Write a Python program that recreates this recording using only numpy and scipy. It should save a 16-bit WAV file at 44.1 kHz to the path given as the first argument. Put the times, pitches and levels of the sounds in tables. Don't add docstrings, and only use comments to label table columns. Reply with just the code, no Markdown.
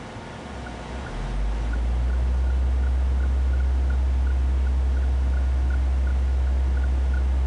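import sys
import numpy as np
from scipy import signal
from scipy.fft import rfft, irfft, next_fast_len
from scipy.io import wavfile
from scipy.ndimage import uniform_filter1d, map_coordinates

SR = 44100
rng = np.random.default_rng(int(sys.argv[2]) if len(sys.argv) > 2 else 0)


def bounce(signal):
    frames = np.transpose(np.atleast_2d(signal))
    limited = np.clip(frames, -1, 1)
    pcm = np.round(limited * 32767).astype(np.int16)
    wavfile.write(sys.argv[1], SR, pcm)


N = 329317


def amp(db):
    return 10 ** (np.asarray(db) / 20)


def wobble(rate_hz):
    knots = rng.standard_normal(int(N * rate_hz / SR) + 4)
    return map_coordinates(knots, [np.arange(N) * rate_hz / SR])


def filtered(x, response):
    size = next_fast_len(N + SR // 2)
    return irfft(rfft(x, size) * response(np.fft.rfftfreq(size, 1 / SR)), size)[:N]


def rush(spectrum, ripple_db):
    freq_hz, level_db = np.transpose(spectrum)
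    grid_hz = np.arange(0, SR / 2, 22)
    standing_db = ripple_db * rng.standard_normal(len(grid_hz))

    def colour(hz):
        smooth_db = np.interp(np.log(hz + 1), np.log(freq_hz), level_db)
        return amp(smooth_db + np.interp(hz, grid_hz, standing_db))

    noise = filtered(rng.standard_normal(N), colour)
    return noise / np.sqrt(np.mean(noise ** 2) + 1e-20)


def tone(hz):
    return np.sqrt(2) * np.sin(2 * np.pi * (np.cumsum(hz * np.ones(N)) / SR + rng.random()))


def resonances(humps, hz):
    return sum(amp(db) * np.exp(-((hz - centre_hz) / width_hz) ** 2) for centre_hz, width_hz, db in humps)


def blade_pitch(t, switch_on_s, full_hz, start_hz=47.3, coast_tau_s=1.62, run_up_tau_s=0.4):
    coasting_hz = start_hz * np.exp(-np.minimum(t, switch_on_s) / coast_tau_s)
    powered_s = np.maximum(t - switch_on_s, 0)
    return full_hz / (1 + (full_hz / coasting_hz - 1) * np.exp(-powered_s / run_up_tau_s))


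def fan(full_hz=65.18, switch_on_s=0.86, grip_s=0.08, flutter_hz=8, flutter_db=3, waver_db=0.27):
    # powered_db, coasting_db
    partials = [(-17, -36), (-21, -26)]
    # centre_hz, width_hz, gain_db
    boom = [(41.3, 3.8, -4.5), (49.3, 3.5, 0.5), (58.48, 5.25, -1.5), (66, 4.9, -1.23), (80, 24, -21.5),
            (122, 8, -15.5)]
    # centre_hz, width_hz, gain_db
    duct = [(133.4, 13.5, -28), (184, 9.2, -43), (282, 15, -38)]
    # freq_hz, relative_db
    air_spectrum = [(25, -32), (50, -4.5), (88, -2.5), (113, 1.5), (150, -4), (205, -8), (290, -2.5),
                    (400, -11.5), (530, -12), (1100, -26.5), (4000, -39.5), (10000, -41)]
    t = np.arange(N) / SR
    blade_hz = blade_pitch(t, switch_on_s, full_hz)
    speed = blade_hz / full_hz
    power = np.clip((t - switch_on_s) / grip_s, 0, 1)
    drone, overtones = np.zeros((2, N))
    for k, (powered_db, coasting_db) in enumerate(partials, 1):
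        level_db = power * powered_db + (1 - power) * coasting_db - waver_db * wobble(3.4)
        drone += amp(level_db) * resonances(boom, k * blade_hz) * tone(k * blade_hz)
    for k in (3, 5):
        flare = resonances(duct, k * blade_hz) * amp(flutter_db * wobble(25))
        overtones += flare * tone(k * blade_hz + flutter_hz * wobble(40))
    air = amp(-35.5) * speed ** 2.3 * rush(air_spectrum, ripple_db=1.36)
    return speed ** 1.85 * drone + power * speed ** 3 * overtones + air


def mains_buzz(mains_hz=60, waver_db=1.4):
    # mains_multiple, relative_db
    harmonics = [(2, -47), (4, -47.5), (6, -52.5), (8, -53.5), (12, -51), (14, -53.5), (18, -57), (20, -60),
                 (24, -54.5), (28, -61.5)]
    return sum(amp(db + waver_db * wobble(3.02)) * tone(k * mains_hz) for k, db in harmonics)


def motor_whine(waver_db=1.5, drift_hz=0.62):
    # pitch_hz, relative_db
    tones = [(217.8, -47.5), (272, -55), (435.5, -55), (498, -56), (522, -55), (654.6, -55.5), (782, -60.5),
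             (923.6, -52.5), (2083, -63), (7935, -82), (8931, -75), (8963, -73.5)]
    lowest_hz = tones[0][0]
    whine = np.zeros(N)
    for hz, db in tones:
        stray_hz = drift_hz * np.sqrt(hz / lowest_hz)
        whine += amp(db + waver_db * wobble(5)) * tone(hz + stray_hz * wobble(14))
    return whine


def ventilation():
    # freq_hz, relative_db
    spectrum = [(20, -33), (42, -4.5), (155, -.5), (300, -6), (400, -9), (740, -7.5), (1130, -13.5),
                (2000, -15.5), (2500, -19.5), (3500, -22), (4300, -27), (5900, -28.5), (7500, -33),
                (10000, -37.5)]
    return rush(spectrum, ripple_db=1.5)


def focus_motor(pitch_hz=1447, scatter=0.0048, rise_s=0.0023, fall_s=0.0035, echo_db=-16, t60_s=0.22):
    # time_s, peak_db, gap_ticks (0 = no second chirp), second_accent_db
    nudges = [(.331, -38, 0, 0), (.669, -28.5, 0, 0), (1.067, -30, 0, 0), (1.736, -25.5, 0, 0),
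              (2.103, -32, 1, 1.5), (2.47, -35.5, 1, 7), (2.837, -31, 1, 1), (3.205, -30, 1, 3),
              (3.538, -29.5, 2, 1), (3.905, -25.5, 1, -9), (4.272, -27.5, 1, -1.5), (4.671, -28, 0, 0),
              (4.972, -31, 2, -3), (5.339, -30, 1, 2), (5.707, -28, 1, 4), (6.074, -26, 1, -3),
              (6.473, -34, 0, 0), (6.774, -26.5, 2, -0.5), (7.141, -24, 1, -1.5)]
    tick_s, lead_s = 1 / 29.97, 0.02
    firsts = [(s, db) for s, db, _, _ in nudges]
    seconds = [(s + ticks * tick_s, db + accent_db) for s, db, ticks, accent_db in nudges if ticks]
    t = np.arange(SR // 4) / SR
    envelope = np.exp(-np.logaddexp((lead_s - t) / rise_s, (t - lead_s) / fall_s))
    envelope /= envelope.max()
    out = np.zeros(N + SR)
    for time_s, peak_db in firsts + seconds:
        hz = pitch_hz * (1 + scatter * rng.standard_normal())
        chirp = np.sin(2 * np.pi * hz * t) * envelope
        tail = rng.standard_normal(len(t)) * amp(-60 * t / t60_s)
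        echo = signal.fftconvolve(chirp, tail)[:len(t)]
        echo *= np.linalg.norm(chirp) / np.linalg.norm(echo)
        start = round((time_s - lead_s) * SR)
        out[start:start + len(t)] += amp(peak_db) * (chirp + amp(echo_db) * echo)
    return out[:N]


def gain_control(x, threshold_db=-27, slope=0.45, window_s=0.058, start_db=-2.0, creep_s=1.2):
    width = int(window_s * SR)
    power = np.abs(uniform_filter1d(uniform_filter1d(x ** 2, width), width))
    over_db = np.maximum(10 * np.log10(power + 1e-12) - threshold_db, 0)
    creep_db = start_db * np.maximum(1 - np.arange(N) / SR / creep_s, 0)
    return x * amp(creep_db - slope * over_db)


def scene():
    machinery = fan() + amp(-0.75) * mains_buzz() + amp(0.14) * motor_whine()
    return (machinery + amp(-37) * ventilation() + focus_motor())[None]


def record(dry):
    top_hz = 10120
    return filtered(gain_control(dry[0]), lambda hz: hz < top_hz)[None]


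dry = scene()
out = record(dry)
bounce(out)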